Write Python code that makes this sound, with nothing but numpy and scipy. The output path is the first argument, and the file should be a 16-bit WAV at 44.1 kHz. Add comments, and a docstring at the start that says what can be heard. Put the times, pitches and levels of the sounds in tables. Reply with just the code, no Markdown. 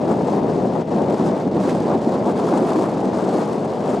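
"""Storm wind blows straight onto a camera's two microphone ports on an open snowy hillside.
Its eddies exert a fluctuating pressure, heard as a thumping low roar that brightens as the wind pushes
harder, gathers now and then into a gliding hoot and breaks off in short lulls. The same flow, tearing
past the housing, adds a fluttering hiss, one bright whoosh and the fine patter of blown snow."""
import sys
import numpy as np
from scipy import signal
from scipy.fft import rfft, irfft
from scipy.io import wavfile
from scipy.ndimage import uniform_filter1d

SR = 44100
rng = np.random.default_rng(int(sys.argv[2]) if len(sys.argv) > 2 else 0)


def log_audio(samples):
    """Write samples as a 16-bit WAV file to the path given in sys.argv[1]."""
    # one column per channel
    frames = np.atleast_2d(samples).T
    # limit to full scale, then quantise
    limited = np.clip(frames, -1, 1)
    pcm = np.round(limited * 32767).astype(np.int16)
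    wavfile.write(sys.argv[1], SR, pcm)


N = 176400
TIME_S = np.arange(N) / SR
FREQS = np.maximum(np.arange(N // 2 + 1) * SR / N, 1)
BAND_HZ = 22 * 2 ** np.arange(0, 10.1, .5)

# Push of the wind on the ports: time_s, level_db
WIND_PUSH = [(0, -22), (.12, -18), (.24, -21), (.34, -20), (.42, -20), (.5, -20), (.55, -23.5),
             (.64, -19.5), (.69, -24), (.79, -19.5), (.845, -25.5), (.89, -24.5), (.93, -19.5),
             (1.02, -18.5), (1.06, -20.5), (1.32, -20), (1.38, -21), (1.5, -23), (1.56, -20), (1.62, -22),
             (1.68, -22.5), (1.82, -22), (1.9, -18), (2.02, -21), (2.15, -19), (2.2, -21.5), (2.27, -20.5),
             (2.34, -21.5), (2.55, -19.5), (2.78, -22.5), (2.85, -18.5), (2.96, -21.5), (3.1, -20.5),
             (3.35, -21.5), (3.65, -22), (3.92, -20.5), (4.0, -22.5)]
# Weight of the wind in the bass: time_s, level_db
RUMBLE_WEIGHT = [(0, -17.5), (.35, -17), (.5, -15.5), (.87, -18), (1.0, -16.5), (1.27, -14.5), (1.4, -20),
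                 (1.6, -16), (1.9, -17), (2.15, -18), (2.5, -16), (2.8, -18.5), (3.0, -18.5), (3.33, -17.5),
                 (3.55, -19), (3.76, -20.5), (4.0, -17.5)]
# Spectral density of the buffeting: frequency_hz, level_db
BUFFET_SPECTRUM = [(22, 8.5), (42, -1.5), (65, -6), (100, -3), (140, -3.5), (195, 1.43), (270, -1.6),
                   (420, -1.8), (600, -5), (800, -8.5), (1000, -14.5), (1300, -23.5), (1700, -30.5),
                   (2600, -43.5), (5000, -79)]
# Left-right coherence of the buffeting: frequency_hz, coherence_ratio
BUFFET_COHERENCE = [(30, 0.7), (90, 1), (200, 0.97), (400, 0.94), (900, 0.9), (1350, 0.57), (2500, 0.4)]
# Upward shift of the roar with air speed: frequency_hz, gain_db_per_gust_db
GUST_BRIGHTENING = [(100, -0.76), (200, -0.03), (320, 0.6), (620, -0.17), (1100, 1.18), (2200, 0.63)]
# Excess of the roar at the left port: frequency_hz, left_minus_right_db
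PORT_BALANCE = [(170, -0.06), (450, 1.7), (750, 2), (1100, 4), (2000, 1)]
# Scaling of that excess as the wind veers: time_s, balance_factor
WIND_VEER = [(0, 1.5), (.8, 2.3), (1.65, 0.29), (2.3, 0.85), (3.6, 1.3), (4, 1.1)]
# Large eddies striking the ports: time_s, rise_db, centre_hz
LARGE_EDDIES = [(0.116, 3.5, 240), (.235, 3.5, 199), (.342, 2.5, 620), (0.644, 2.5, 260), (.956, 4.5, 258),
                (1.01, 2.5, 520), (1.14, 3.5, 340), (1.26, 1, 180), (1.471, 7.5, 223), (1.562, 4, 320),
                (1.604, 3, 190), (1.69, 3.5, 330), (1.738, 6.5, 229), (1.821, 3, 280), (1.9, 0.5, 500),
                (1.96, 5, 258), (2.072, 7, 238), (2.276, 8, 288), (2.616, 4.5, 260), (2.769, 5, 240),
                (3.07, 5.5, 241), (3.24, 5, 300), (3.358, 5.5, 310), (3.938, 1, 300)]
# Gliding hoots in the roar: start_s, length_s, from_hz, to_hz, level_db
HOOT_GLIDES = [(2.495, .06, 450, 259, -23.5), (2.599, .065, 260, 434, -26), (2.742, 0.096, 255, 423, -20.5)]
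# The flow breaking away from the ports: centre_s, half_length_s, bass_drop_db, treble_drop_db
FLOW_SEPARATIONS = [(0.852, 0.019, 2, 6.5), (1.171, 0.018, 7, 1), (1.5, 0.0096, -1, 5),
                    (2.02, 0.028, 3.5, -1), (2.342, 0.009, 2, 2), (3.207, 0.02, 2.5, 0)]
# Spread of a lull's treble drop over the spectrum: frequency_hz, drop_factor
TREBLE_DROP_SPREAD = [(300, 0.47), (1000, 1.2), (2500, 0.73), (7000, 1.6)]
# Air speed past the housing, expressed as a level of hiss: time_s, level_db
AIR_SPEED = [(0, -45), (.04, -48), (.11, -41.5), (.16, -47), (.34, -42.5), (.46, -48.5), (.5, -45),
             (.62, -47.5), (.68, -47), (.79, -45), (.84, -47.5), (.88, -48.5), (.94, -44), (1.02, -45.5),
             (1.06, -47.5), (1.15, -42.5), (1.28, -43), (1.37, -45), (1.51, -48), (1.57, -46), (1.63, -41),
             (1.7, -41), (1.74, -43.5), (1.8, -45), (1.92, -44), (2.0, -47.5), (2.14, -42.5), (2.22, -48),
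             (2.3, -40), (2.34, -46.5), (2.38, -42), (2.55, -40.5), (2.64, -41.5), (2.76, -40.5),
             (3.0, -45.5), (3.12, -44.5), (3.2, -42.5), (3.4, -41), (3.58, -44), (3.66, -45.5), (3.8, -46),
             (3.93, -41.5), (4.0, -46)]
# Spectral density of the hiss: frequency_hz, level_db
HISS_SPECTRUM = [(500, -6), (1200, -1), (2000, 3.5), (3000, 1), (4400, 0.5), (6000, -4.5), (8400, -8.5),
                 (10000, -14), (12000, -25), (14200, -37), (16000, -46)]
# Left-right coherence of the hiss: frequency_hz, coherence_ratio
HISS_COHERENCE = [(1500, 1), (3000, 0.89), (6000, 0.95), (9000, 1)]
# Envelope of the hardest gust whipping across the housing: time_s, level_db
WHOOSH_ENVELOPE = [(1.6, -60), (1.662, -53), (1.686, -36.5), (1.707, -35.5), (1.722, -54), (1.77, -66)]
# Spectral density of that whoosh: frequency_hz, level_db
WHOOSH_SPECTRUM = [(500, -12), (1400, 9.5), (2200, 3), (4200, -2), (8400, -7.5), (11000, -14.5),
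                   (14000, -37), (16000, -55)]
# Narrow dips in the microphone's response: centre_hz, width_hz, depth_ratio
MICROPHONE_NOTCHES = [(3984, 50, .75), (4640, 55, .8), (5545, 70, .72), (9080, 600, .7)]

EDDY_PER_S, FLUTTER_PER_S, HISS_FLUTTER_PER_S = 17.5, 136, 190   # eddies and the fast flutter within them
BUFFET_EDDY_DB, BUFFET_FLUTTER_DB, BUFFET_FLICKER_DB = 0.68, 2, 1.08
HISS_EDDY_DB, HISS_FLUTTER_DB, HISS_FLICKER_DB = 0.8, 1.8, 1.0
BUFFET_GAIN_DB, HISS_GAIN_DB, SNOW_TO_AIR_DB = 3.5, -2, -10.5
RUMBLE_TOP_HZ, ROAR_FROM_HZ = 273, 850   # the rumble gives way to the roar between these
BASS_PUSH_SHARE, BASS_SWIRL_SHARE = 0.26, 0.2
HISS_SWING, HISS_SWING_PER_OCTAVE, HISS_PIVOT_HZ = 0.9, 0.42, 4570   # the top of the hiss swings most


def buffeting(push_db, gust_db, lull_db, eddies, flutter):
    """Turbulent pressure on the ports: a thumping rumble below a roar, both shifting upward in gusts."""
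    roar_db, weight_db = push_db - push_db.mean(), in_time(RUMBLE_WEIGHT)
    swirl_db = BUFFET_EDDY_DB * eddies + BUFFET_FLUTTER_DB * flutter
    rumble_db = weight_db - weight_db.mean() + BASS_PUSH_SHARE * roar_db + BASS_SWIRL_SHARE * swirl_db
    lean = in_time(WIND_VEER) * np.array([[.5], [-.5]])
    out = 0
    for hz, band in bands(stereo_noise(BUFFET_SPECTRUM, BUFFET_COHERENCE)):
        roar_share = at_hz([(RUMBLE_TOP_HZ, 0), (ROAR_FROM_HZ, 1)], hz)
        db = (1 - roar_share) * rumble_db + roar_share * (roar_db + swirl_db)
        db += at_hz(GUST_BRIGHTENING, hz) * gust_db
        db += thumps(hz) - lull_drop(lull_db, hz)
        db += BUFFET_FLICKER_DB * drift(EDDY_PER_S)
        out = out + steady_turbulence(band) * from_db(db + lean * at_hz(PORT_BALANCE, hz))
    return from_db(BUFFET_GAIN_DB + push_db.mean()) * out


def steady_turbulence(band, window_s=0.061, compression=0.52):
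    """Turbulence between eddies is nearly stationary: compression evens a band's swells at equal rms."""
    power = np.mean(band ** 2, axis=0)
    local_power = np.maximum(uniform_filter1d(power, int(window_s * SR)), 0) / power.mean()
    return np.sqrt(power.mean()) * unit_rms(band * (local_power + 1e-6) ** (-.5 * compression))


def thumps(hz, sigma_s=0.0096, sigma_octaves=0.71):
    """Each large eddy briefly raises the pressure spectrum near its centre: one band's rise in dB."""
    coarse_s = TIME_S[::40]
    time_s, rise_db, centre_hz = np.transpose(LARGE_EDDIES)
    reach = gaussian(np.log2(hz / centre_hz) / sigma_octaves)
    swells = gaussian((coarse_s[:, None] - time_s) / sigma_s)
    return np.interp(TIME_S, coarse_s, swells @ (rise_db * reach))


def pressure_kicks(gain_db=-16, sigma_cycles=0.77):
    """An eddy's impact is a short wave packet, in phase at both ports and stronger for a larger eddy."""
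    phases = rng.uniform(0, 2 * np.pi, len(LARGE_EDDIES))
    out = 0
    for (time_s, rise_db, centre_hz), phase in zip(LARGE_EDDIES, phases):
        cycles = (TIME_S - time_s) * centre_hz
        envelope = (from_db(rise_db) - 1) * gaussian(cycles / sigma_cycles)
        out = out + envelope * np.sin(2 * np.pi * cycles + phase)
    return from_db(gain_db) * out


def lulls():
    """Flow separation cuts the pressure abruptly: the bass drop and the treble drop over time, in dB."""
    drop_db = 0
    for centre_s, half_length_s, bass_db, treble_db in FLOW_SEPARATIONS:
        flat_topped = gaussian(((TIME_S - centre_s) / half_length_s) ** 2)
        drop_db = drop_db + np.outer([bass_db, treble_db], flat_topped)
    return drop_db


def lull_drop(lull_db, hz, bass_top_hz=805):
    """Attenuation in a lull depends on frequency: the drop of one band in dB."""
    bass_db, treble_db = lull_db
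    bass_share = at_hz([(bass_top_hz / 2, 1), (bass_top_hz, 0)], hz)
    return bass_share * bass_db + at_hz(TREBLE_DROP_SPREAD, hz) * treble_db


def hoots(width_hz=20):
    """Narrow-band noise has a pitch: it swells and glides, probably as a vortex passes the ports."""
    in_phase, quadrature = drift(width_hz), drift(width_hz)
    out = 0
    for start_s, length_s, from_hz, to_hz, level_db in HOOT_GLIDES:
        progress = np.clip((TIME_S - start_s) / length_s, 0, 1)
        phase = 2 * np.pi * np.cumsum(from_hz + (to_hz - from_hz) * progress) / SR
        hoot = np.sin(np.pi * progress) * (in_phase * np.cos(phase) + quadrature * np.sin(phase))
        out = out + from_db(level_db) * unit_rms(hoot) * np.sqrt(length_s * SR / N)
    return out


def rushing_air(gust_db, lull_db, eddies, flutter, flicker_per_s=37):
    """Flow noise of snow-laden air at the housing grows louder and brighter with speed."""
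    air = stereo_noise(HISS_SPECTRUM, HISS_COHERENCE) + from_db(SNOW_TO_AIR_DB) * blown_snow(gust_db)
    speed_db = gust_db + HISS_EDDY_DB * eddies + HISS_FLUTTER_DB * flutter
    out = 0
    for hz, band in bands(air):
        swing = HISS_SWING + HISS_SWING_PER_OCTAVE * np.clip(np.log2(hz / HISS_PIVOT_HZ), -.5, 1)
        flicker_db = HISS_FLICKER_DB * drift(flicker_per_s)
        out = out + band * from_db(swing * speed_db - lull_drop(lull_db, hz) + flicker_db)
    return out


def whoosh(flutter):
    """Flow noise surges into a short, bright, tearing rush at the crest of the hardest gust."""
    envelope = from_db(in_time(WHOOSH_ENVELOPE) + HISS_FLUTTER_DB * flutter)
    return envelope * stereo_noise(WHOOSH_SPECTRUM, HISS_COHERENCE)


def blown_snow(gust_db, grains_per_s=1100, spread_db=4, tilt_db_per_octave=5.5):
    """Shot noise: grains strike the housing at random, more often in gusts, brighter than the air."""
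    impacts = rng.random(N) < grains_per_s * from_db(gust_db) / SR
    strengths = from_db(spread_db * np.minimum(rng.exponential(1, N), 4)) * rng.choice([-1, 1], N)
    spectrum_db = at_hz(HISS_SPECTRUM, FREQS) + tilt_db_per_octave * np.log2(FREQS / HISS_PIVOT_HZ)
    return unit_rms(irfft(rfft(impacts * strengths) * from_db(spectrum_db), N))


def tick(start_s=1.423, impulse_db=-32, low_cut_hz=12000):
    """A high-passed impulse gives one faint, sharp tick, perhaps a grain of ice on the housing."""
    impulse = np.zeros(N)
    impulse[int(start_s * SR)] = from_db(impulse_db)
    return signal.sosfilt(signal.butter(2, low_cut_hz, "high", fs=SR, output="sos"), impulse + 1e-18)


def stereo_noise(spectrum, coherence):
    """Independent mid and side noises mix to a given spectrum and left-right coherence; rms 1."""
    mid, side = rfft(rng.standard_normal((2, N)))
    alike = at_hz(coherence, FREQS)
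    pair = np.sqrt(1 + alike) * mid + np.sqrt(1 - alike) * side * [[1], [-1]]
    return unit_rms(irfft(pair * from_db(at_hz(spectrum, FREQS)), N))


def drift(rate_per_s):
    """Low-passed noise wanders smoothly, with rms 1, changing about rate_per_s times a second."""
    step, settling = 20, 2000
    pole = np.exp(-2 * np.pi * rate_per_s * step / SR)
    noise = rng.standard_normal(N // step + settling + 2)
    slow = signal.lfilter([1], [1, -2 * pole, pole * pole], noise)[settling:]
    return np.interp(np.arange(N) / step, np.arange(len(slow)), unit_rms(slow))


def bands(x):
    """Overlapping half-octave bands sum to the whole signal: yields centre_hz, band."""
    spectrum = rfft(x)
    for hz, weights in zip(BAND_HZ, np.eye(len(BAND_HZ))):
        yield hz, irfft(spectrum * np.interp(np.log(FREQS), np.log(BAND_HZ), weights), N)


def in_time(rows):
    """Linear interpolation of a table at every sample."""
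    time_s, value = np.transpose(rows)
    return np.interp(TIME_S, time_s, value)


def at_hz(rows, hz):
    """Interpolation of a table on a log-frequency axis."""
    frequency_hz, value = np.transpose(rows)
    return np.interp(np.log(hz), np.log(frequency_hz), value)


def gaussian(x):
    """Bell curve of height 1 and standard deviation 1."""
    return np.exp(-.5 * x ** 2)


def from_db(db):
    """Amplitude ratio of a level in decibels."""
    return 10 ** (np.asarray(db) / 20)


def unit_rms(x):
    """Normalisation to an rms of 1."""
    return x / np.sqrt(np.mean(x ** 2) + 1e-20)


def scene(flutter_correlation=0.22):
    """Common modulation: roar and hiss share one flow's gusts, eddies, lulls and part of its flutter."""
    push_db, air_db, lull_db = in_time(WIND_PUSH), in_time(AIR_SPEED), lulls()
    gust_db = air_db - air_db.mean()
    eddies, flutter = drift(EDDY_PER_S), drift(FLUTTER_PER_S)
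    own_flutter = np.sqrt(1 - flutter_correlation ** 2) * drift(HISS_FLUTTER_PER_S)
    hiss_flutter = flutter_correlation * flutter + own_flutter
    hiss = from_db(HISS_GAIN_DB + air_db.mean()) * rushing_air(gust_db, lull_db, eddies, hiss_flutter)
    roar = buffeting(push_db, gust_db, lull_db, eddies, flutter)
    return roar + hoots() + hiss + whoosh(hiss_flutter) + pressure_kicks() + tick()


def record(dry, wind_filter_hz=137.5, stopband_hz=16200):
    """The microphone acts as a linear filter: a bass cut against wind, narrow dips, a steep top cut."""
    out = signal.sosfilt(signal.butter(3, wind_filter_hz, "high", fs=SR, output="sos"), dry)
    for centre_hz, width_hz, depth in MICROPHONE_NOTCHES:
        b, a = signal.iirpeak(centre_hz, centre_hz / width_hz, fs=SR)
        out = out - depth * signal.lfilter(b, a, out)
    return signal.sosfilt(signal.cheby2(12, 70, stopband_hz, fs=SR, output="sos"), out)


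dry = scene()
out = record(dry)
log_audio(out)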